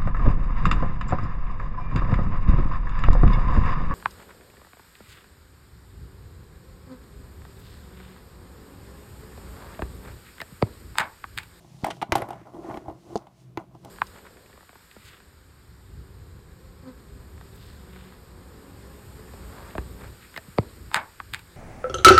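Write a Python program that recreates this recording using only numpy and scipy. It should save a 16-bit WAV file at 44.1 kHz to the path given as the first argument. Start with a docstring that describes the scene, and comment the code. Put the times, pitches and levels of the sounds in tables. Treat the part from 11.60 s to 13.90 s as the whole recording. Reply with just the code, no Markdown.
"""Steel handcuffs click and clink as they shift on the wrists, close by in a small quiet room.
Each time their parts meet, the steel cracks and rings briefly, damped by the skin.
The ratchet snaps, the chain links ping and scrape, and hand and cuff meet in a few dull bumps.
Between the clicks the hands rub and skin drags on the cuffs, over a low room hum."""
import sys
import numpy as np
from scipy import signal
from scipy.fft import rfft, irfft, next_fast_len
from scipy.io import wavfile
from scipy.ndimage import map_coordinates

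SR = 44100
rng = np.random.default_rng(int(sys.argv[2]) if len(sys.argv) > 2 else 0)


def unload_wav(signal):
    """Save mono or channel-first audio to the path in sys.argv[1] as 16-bit WAV at rate SR, clipped to [-1, 1]."""
    wavfile.write(
        sys.argv[1],
        SR,
        np.round(np.clip(np.atleast_2d(signal).T, -1, 1) * 32767).astype(np.int16),
    )


N = 101429
T = np.arange(SR // 4) / SR  # time within one hit, in seconds

# A "colour" says how strong each frequency is; "t60" is the time a sound takes to fade by 60 dB.
# colour of the room's low rumble (f/Hz, level/dB)
RUMBLE_COLOUR = [(25, -19.5), (60, 10), (100, 5), (180, 14.5), (600, -45.5)]
# colour of the room's steady hiss (f/Hz, level/dB)
ROOM_HISS_COLOUR = [(1500, -20), (3000, -26), (6000, -34.5), (15000, -33)]
# slow rise and fall of hum and rumble together (t/s, gain/dB)
HUM_SWELL = [(0, 1.5), (.8, 3.5), (.93, -4), (1.15, -0.5), (1.55, -2.5), (1.72, -9.5), (1.87, 0), (2.3, 3)]
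# how long the room echoes (f/Hz, t60/s)
ROOM_DECAY = [(150, 0.27), (800, 0.034), (3000, 0.27), (12000, 0.16)]

# loudness of skin dragging on the cuff (t/s, level/dB)
DRAG_LEVEL = [(0, -61.5), (.16, -70.5), (.24, -57), (.33, -52.5), (.42, -60), (.72, -71), (.9, -66),
              (.96, -41.5), (1.12, -49), (1.31, -44), (1.42, -63.5), (1.53, -43), (1.62, -81),
              (1.76, -70.5), (1.88, -59), (2.06, -64.5), (2.3, -57.5)]
# dull colour of that drag (f/Hz, level/dB)
DRAG_COLOUR = [(40, -14), (150, -6), (200, -10.5), (250, -14), (310, 0), (340, 5.5), (385, -4.5),
               (520, -13.5), (900, -26), (3000, -60)]
# loudness of the hands rubbing (t/s, level/dB)
RUB_LEVEL = [(0, -62.5), (.2, -63.5), (.27, -35), (.35, -57.5), (.4, -59.5), (.5, -49.5), (.59, -32.5),
             (.67, -44.5), (.76, -45.5), (.84, -64.5), (.872, -45.5), (.915, -55), (.95, -44),
             (1.01, -50.5), (1.11, -39), (1.175, -36), (1.2, -56.5), (1.25, -54), (1.29, -42),
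             (1.36, -57.5), (1.43, -67), (1.5, -48.5), (1.6, -51), (1.68, -59.5), (1.76, -68.5),
             (1.95, -73), (2, -41.5), (2.07, -70), (2.155, -56), (2.2, -75.5), (2.26, -47), (2.3, -52.5)]
# hollow colour of the rubbing (f/Hz, level/dB)
RUB_COLOUR = [(60, -18), (190, -17.5), (280, -2.5), (342, 2), (460, -6), (560, 0), (690, 7.5), (745, -1.5),
              (815, 1), (900, -3.5), (1020, 0), (1300, -11), (1450, -12), (1620, -25.5), (2060, -21.5),
              (2450, -31), (3000, -33.5), (6000, -35), (15000, -41)]
# colour of the rumble that comes with the rubbing (f/Hz, level/dB)
HANDLING_COLOUR = [(25, -15), (60, -2), (130, -13), (220, 7.5), (500, -11.5), (2000, -77.5)]
# loudness of the faint sliding hiss (t/s, level/dB)
SLIDE_LEVEL = [(0, -66), (.2, -62), (.36, -61.5), (.48, -77), (.85, -74.5), (1.1, -63.5), (1.3, -73.5),
               (1.54, -62), (1.64, -78), (1.72, -75.5), (1.81, -66), (1.9, -78), (2.1, -79), (2.28, -64.5)]
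# colour of that hiss (f/Hz, level/dB)
SLIDE_COLOUR = [(1000, -6), (2800, 0.5), (4500, 1), (6300, 0), (8500, -4), (11000, -8.5), (15000, -14)]
# soft bumps of hand and cuff, and at 1.5596 s a brief 718 Hz ring of the cuff (t/s, level/dB, f/Hz, t60/s)
BUMPS = [(.145, -38, 140.5, 0.088), (0.2356, -9, 188, 0.012), (0.24, -43, 88, .04), (.32, -34, 168, .07),
         (.424, -25.5, 171, 0.024), (0.494, -24.5, 190, 0.029), (0.521, -16.5, 92, 0.043),
         (0.556, -29, 123, 0.14), (0.622, -29.5, 114, 0.088), (1.101, -34, 114, 0.09),
         (1.171, -32, 71, 0.044), (1.28, -35, 84.6, 0.11), (1.5564, -12.5, 435, 0.028),
         (1.5566, -3, 695, 0.0053), (1.556, -23, 211.5, 0.065), (1.5596, -19, 718, 0.032),
         (1.974, -32, 123, 0.078), (2.244, -41.5, 119.6, 0.28)]

# steel sliding on steel (t/s, length/s, level/dB)
SCRAPES = [(0.253, 0.052, -40), (0.315, 0.047, -53), (0.564, 0.043, -37.5), (0.602, 0.082, -50.5),
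           (0.684, 0.24, -55), (1.032, 0.31, -58.5)]
# colour of the scrapes (f/Hz, level/dB)
SCRAPE_COLOUR = [(400, -5.5), (1200, 4), (1900, 2.5), (2500, -4.5), (4000, -13.5), (6500, -17.5),
                 (15000, -30)]
# high pings of the small chain links (t/s, level/dB, f/Hz)
LINK_PINGS = [(0.521, -41.5, 10900), (0.5217, -44, 14000), (0.572, -50, 11200), (0.581, -47, 11300),
              (.6185, -46.5, 11200), (.688, -56, 11400), (1.974, -57.5, 12800)]
# dry snaps of the ratchet (t/s, level/dB)
RATCHET_SNAPS = [(.2175, -60.5), (0.2378, -51.5), (0.5228, -30.5), (0.5547, -41.5), (0.622, -49.5),
                 (1.5577, -42), (1.5632, -50), (1.572, -54.5), (1.577, -47.5), (1.9738, -47.5)]
# colour of the snaps (f/Hz, level/dB)
SNAP_COLOUR = [(1500, -33.5), (3000, -4), (4500, 6.5), (6500, 0.5), (10000, -17), (15000, -26.5)]

# steel parts meeting (t/s, hollow ring/dB, low knock/dB, clack/dB, bright tick/dB, treble cutoff/Hz)
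CUFF_CLICKS = [(.046, -54, -52, -62.5, -70, 9000), (0.2442, -20.5, -37, -26.5, -32.5, 13500),
               (.266, -24, -32.5, -51, -41.5, 14000), (.283, -29.5, -33.5, -41, -53, 12000),
               (.3032, -32.5, -44, -37.5, -33.5, 5940), (.3078, -35.5, -65, -33.5, -30, 4700),
               (.3105, -67, -59, -69, -30.5, 4100), (.3168, -66, -52, -40, -42, 4200),
               (.366, -50, -75, -61, -50, 5840), (.416, -28.5, -38, -32, -54, 12800),
               (.4205, -59, -73, -29.5, -40.5, 10900), (0.4261, -22, -33.5, -28, -48, 11000),
               (.5216, -62, -22, -16, -38, 14800), (0.5266, -38, -22, -25.5, -52, 2530),
               (.554, -14.5, -26.5, -21.5, -29, 14400), (.5572, -41, -64, -44, -33.5, 15000),
               (.5725, -48, -33, -51, -54, 8900), (.5815, -39, -36, -34.5, -43, 9000),
               (0.6203, -30, -33, -25, -49, 1700), (.642, -35, -62, -60, -69, 6000),
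               (.6875, -41, -35.5, -47.5, -53, 12000), (.7055, -28, -39, -39, -48.5, 13000),
               (.731, -36, -61, -45.5, -57, 11000), (0.814, -69, -44, -55, -72, 4000),
               (0.944, -63, -40, -64, -58, 3120), (1.044, -42.5, -36.5, -61, -67, 4000),
               (1.086, -57, -32, -56, -63, 3400), (1.0995, -36.5, -37, -37.5, -56, 1710),
               (1.1105, -41, -50, -34, -62, 1560), (1.1425, -46, -38.5, -41.5, -53, 3520),
               (1.1722, -36, -33.5, -39, -42, 3470), (1.258, -43.5, -66, -63, -68, 2500),
               (1.2815, -31.5, -38, -46.5, -68, 1360), (1.2985, -34.5, -46, -54, -67, 5070),
               (1.5595, -28, -31.5, -58, -38.5, 6000), (1.571, -41, -41, -54, -45, 6000),
               (1.623, -57, -65, -66, -70, 5000), (1.669, -47, -62, -52.5, -56, 5000),
               (1.9738, -44, -25.5, -27.5, -52, 2900), (2.149, -45.5, -50, -72, -58, 5000),
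               (2.2475, -49, -51, -49.5, -47, 12500)]
# tones of the cuff's hollow ring (f/Hz, level/dB, t60/s)
RING_TONES = [(600, -13, 0.017), (674, -6, 0.057), (775.7, 3, 0.028), (920, 11, 0.0084), (799.2, -15, 0.12)]
# tones of the low knock (f/Hz, level/dB, t60/s)
KNOCK_TONES = [(222, -12, 0.027), (329.6, 10, 0.045), (497, -21.5, 0.13)]
# middle and high tones of the cuff's curved steel arms (f/Hz, level/dB, t60/s)
ARM_TONES = [(996, 2, 0.13), (1122, 4, 0.071), (1211, -8, 0.12), (1457, 7.5, 0.1), (1592, -8.5, 0.054),
             (2055, 3, 0.067), (2194, -2.5, 0.015), (2620, -9, 0.062), (2824, 6, 0.06),
             (3280, -19.5, 0.031), (3500, -11.5, 0.022), (4020, -6, 0.013)]
# the steel's highest tones (f/Hz)
SHIMMER_HZ = [4690, 5590, 6100, 7230, 8130, 9100, 10100, 13000]
# colour of the clack of a contact (f/Hz, level/dB)
CLACK_COLOUR = [(40, -49), (150, -17.5), (400, 0), (1000, 8.5), (1700, -2), (2200, 1), (2550, -6.5),
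                (3100, -4), (3900, -11), (5500, -19.5), (8000, -28), (15000, -30.5)]
# colour of the bright tick of a contact (f/Hz, level/dB)
TICK_COLOUR = [(1000, -37), (3000, 4), (5000, -4), (7000, -3.5), (9000, 1.5), (11500, -7.5), (15000, 2.5)]


def amp(db):
    """Turn decibels into a number to multiply by."""
    return 10 ** (np.asarray(db) / 20)


def unit(x):
    """Scale a sound to an average strength (rms) of 1."""
    return x / np.sqrt(np.mean(x ** 2) + 1e-20)


def unit_hit(x):
    """Give a hit the same energy as 5 ms of sound at strength 1."""
    return x * np.sqrt(.005 * SR / np.sum(x ** 2))


def fade(t60):
    """Die away by 60 dB every t60 seconds."""
    return np.exp(-np.log(1000) * T / t60)


def rise(rise_s):
    """Climb smoothly from 0 towards 1."""
    return 1 - np.exp(-T / rise_s)


def at_hz(points, hz):
    """Read between (f/Hz, value) points, with every octave equally wide."""
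    freqs, values = np.transpose(points)
    return np.interp(np.log(hz + 1), np.log(freqs), values)


def curve(points):
    """Join (t/s, value) points with straight lines, one value per sample."""
    return np.interp(np.arange(N) / SR, *np.transpose(points))


def coloured(x, colour):
    """Filter a sound to the given colour."""
    size = 2 * next_fast_len(len(x))
    gain = amp(at_hz(colour, np.fft.rfftfreq(size, 1 / SR)))
    cepstrum = irfft(np.log(gain))
    # fold onto the first half, so the filter rings only after a hit, never before
    cepstrum[1:size // 2] *= 2
    cepstrum[size // 2 + 1:] = 0
    return irfft(rfft(x, size) * np.exp(rfft(cepstrum)))[:len(x)]


def add(track, start_s, x):
    """Mix a sound into the track at the given time."""
    part = track[round(start_s * SR):][:len(x)]
    part += x[:len(part)]


def kicks(per_s):
    """Tiny pushes up or down at random moments."""
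    return (rng.random(N) < per_s / SR) * rng.choice([-1, 1], N)


def slips():
    """Skin sticks and slips in tiny uneven steps, over the noise of smooth sliding."""
    steps = kicks(per_s=820) * amp(5 * rng.standard_normal(N))
    return unit(steps) + amp(-1.5) * rng.standard_normal(N)


def ringing(tones, rise_s, scatter_db, detune):
    """A struck part rings with fading tones, a little different in level and pitch each time."""
    hz, db, t60 = np.transpose(tones)[:, :, None]
    level_luck, pitch_luck = rng.standard_normal((2, len(tones), 1))
    pitch = hz * (1 + detune * pitch_luck)
    waves = amp(db + scatter_db * level_luck) * fade(t60) * np.sin(2 * np.pi * pitch * T)
    signs = (-1) ** np.arange(len(tones))[:, None]  # every second tone starts downwards
    return unit_hit((waves * signs).sum(0) * rise(rise_s))


def crack(colour, t60, spike_db, rise_s):
    """A hard contact gives one sharp spike, then a dense chatter that builds and fades."""
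    burst = rng.standard_normal(len(T)) * fade(t60) * rise(rise_s)
    burst /= np.linalg.norm(burst)
    burst[0] -= amp(spike_db)
    return unit_hit(coloured(burst, colour))


def in_room(hit, echo_db=-20):
    """The small room adds a short echo: noise that fades at its own speed in each band."""
    hz, t, bands = signal.stft(rng.standard_normal(len(T)), SR, nperseg=256)
    decay = np.exp(-np.log(1000) * t / at_hz(ROOM_DECAY, hz)[:, None])
    tail = signal.istft(bands * decay, SR, nperseg=256)[1][:len(T)] * rise(.0033)
    echo = signal.fftconvolve(hit, tail / np.linalg.norm(tail))[:len(hit)]
    return hit + amp(echo_db) * echo


def room_tone(hum_hz=125.3, half_width_hz=4.6, waver_db=2.5, wavers_per_s=13):
    """The room has a faint steady hiss, plus a low hum and rumble that rise and fall."""
    hz = np.fft.rfftfreq(N, 1 / SR)
    narrow_peak = 1 / (1 + ((hz - hum_hz) / half_width_hz) ** 2)
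    hum = irfft(rfft(rng.standard_normal(N)) * narrow_peak, N)
    position = np.arange(N) * wavers_per_s / SR
    waver = map_coordinates(rng.standard_normal(int(position[-1]) + 2), [position])  # smooth and random
    hum = amp(-55.5) * unit(hum * amp(waver_db * waver))
    rumble = amp(-56) * unit(coloured(rng.standard_normal(N), RUMBLE_COLOUR))
    hiss = amp(-72) * unit(coloured(rng.standard_normal(N), ROOM_HISS_COLOUR))
    return amp(curve(HUM_SWELL)) * (rumble + hum) + hiss


def skin_drag():
    """Skin drags on the cuff with a dull, hollow sound."""
    return amp(curve(DRAG_LEVEL)) * unit(coloured(slips(), DRAG_COLOUR))


def hand_rub():
    """The slipping hands stir the hollow body and a low rumble, with a faint sliding hiss."""
    hollow = unit(coloured(slips(), RUB_COLOUR))
    rumble = amp(-9.5) * unit(coloured(slips(), HANDLING_COLOUR))
    hiss = unit(coloured(rng.standard_normal(N), SLIDE_COLOUR))
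    return amp(curve(RUB_LEVEL)) * (hollow + rumble) + amp(curve(SLIDE_LEVEL)) * hiss


def soft_bumps():
    """Hand and cuff meet softly, giving one low tone that quickly dies; one entry is instead a brief hollow
    ring of the cuff."""
    out = np.zeros(N)
    for start_s, db, hz, t60 in BUMPS:
        swing = -np.sin(2 * np.pi * hz * T) * fade(t60) * rise(.00088)
        add(out, start_s, amp(db) * swing)
    return out


def link_scrapes(rise_s=.0009):
    """The links grate on each other in tiny catches: a quick start, then a steady fade."""
    level = np.zeros(N)
    for start_s, length_s, db in SCRAPES:
        peak_s = start_s + rise_s
        level += amp(db) * curve([(start_s, 0), (peak_s, 1), (peak_s + length_s, 0)])
    catches = kicks(per_s=2200) * amp(4 * rng.uniform(-1, 1, N))
    return level * unit(coloured(catches, SCRAPE_COLOUR))


def link_pings(width_hz=1100):
    """A jolted link chatters for a moment around its own very high pitch."""
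    out = np.zeros(N)
    for start_s, db, hz in LINK_PINGS:
        chatter = rng.standard_normal(len(T)) * fade(t60=.017)
        band = signal.butter(2, [hz - width_hz / 2, hz + width_hz / 2], "bandpass", fs=SR)
        ping = unit_hit(signal.lfilter(*band, chatter))
        add(out, start_s, amp(db) * in_room(ping))
    return out


def ratchet():
    """The ratchet's catch slips over a tooth with a dry snap that hardly rings."""
    out = np.zeros(N)
    for start_s, db in RATCHET_SNAPS:
        snap = crack(SNAP_COLOUR, t60=.0025, spike_db=3, rise_s=.0002)
        add(out, start_s, amp(db) * in_room(snap))
    return out


def cuff_clicks(arms_db=-13, shimmer_db=-14, shimmer_t60=.022, tick_delay_s=.0011):
    """Each contact cracks, rings the steel briefly and knocks the hollow body behind it."""
    out = np.zeros(N)
    shimmer_tones = [(hz, 0, shimmer_t60) for hz in SHIMMER_HZ]
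    for start_s, ring_db, knock_db, clack_db, tick_db, cutoff_hz in CUFF_CLICKS:
        ring = ringing(RING_TONES, rise_s=.0014, scatter_db=1.5, detune=.01)
        knock = ringing(KNOCK_TONES, rise_s=.0007, scatter_db=2, detune=.025)
        clack = crack(CLACK_COLOUR, t60=.039, spike_db=-1.5, rise_s=.00006)
        tick = crack(TICK_COLOUR, t60=.013, spike_db=-6, rise_s=.0007)
        # the steel's own tones join the clack and the tick
        clack += amp(arms_db) * ringing(ARM_TONES, rise_s=.0003, scatter_db=3, detune=.003)
        tick += amp(shimmer_db) * ringing(shimmer_tones, rise_s=.0006, scatter_db=3, detune=.012)
        late_tick = np.pad(tick, (round(tick_delay_s * SR), 0))[:len(T)]
        hit = amp(ring_db) * ring + amp(knock_db) * knock
        hit += amp(clack_db) * clack + amp(tick_db) * late_tick
        treble_cut = signal.butter(2, cutoff_hz, fs=SR)
        add(out, start_s, in_room(signal.lfilter(*treble_cut, hit)))
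    return out


def scene():
    """Cuffs, hands and room all reach one close microphone."""
    steel = cuff_clicks() + ratchet() + link_pings() + link_scrapes()
    hands = soft_bumps() + hand_rub() + skin_drag()
    return (steel + hands + room_tone())[None]


def record(dry, low_hz=40, top_hz=15400):
    """Soften the deepest bass and cut off the very highest treble."""
    bass_cut = signal.lfilter(*signal.butter(2, low_hz, "highpass", fs=SR), dry)
    size = next_fast_len(N + SR // 2)
    steep_edge = 1 / (1 + (np.fft.rfftfreq(size, 1 / SR) / top_hz) ** 90)
    return irfft(rfft(bass_cut, size) * steep_edge, size)[:, :N]


dry = scene()
out = record(dry)
unload_wav(out)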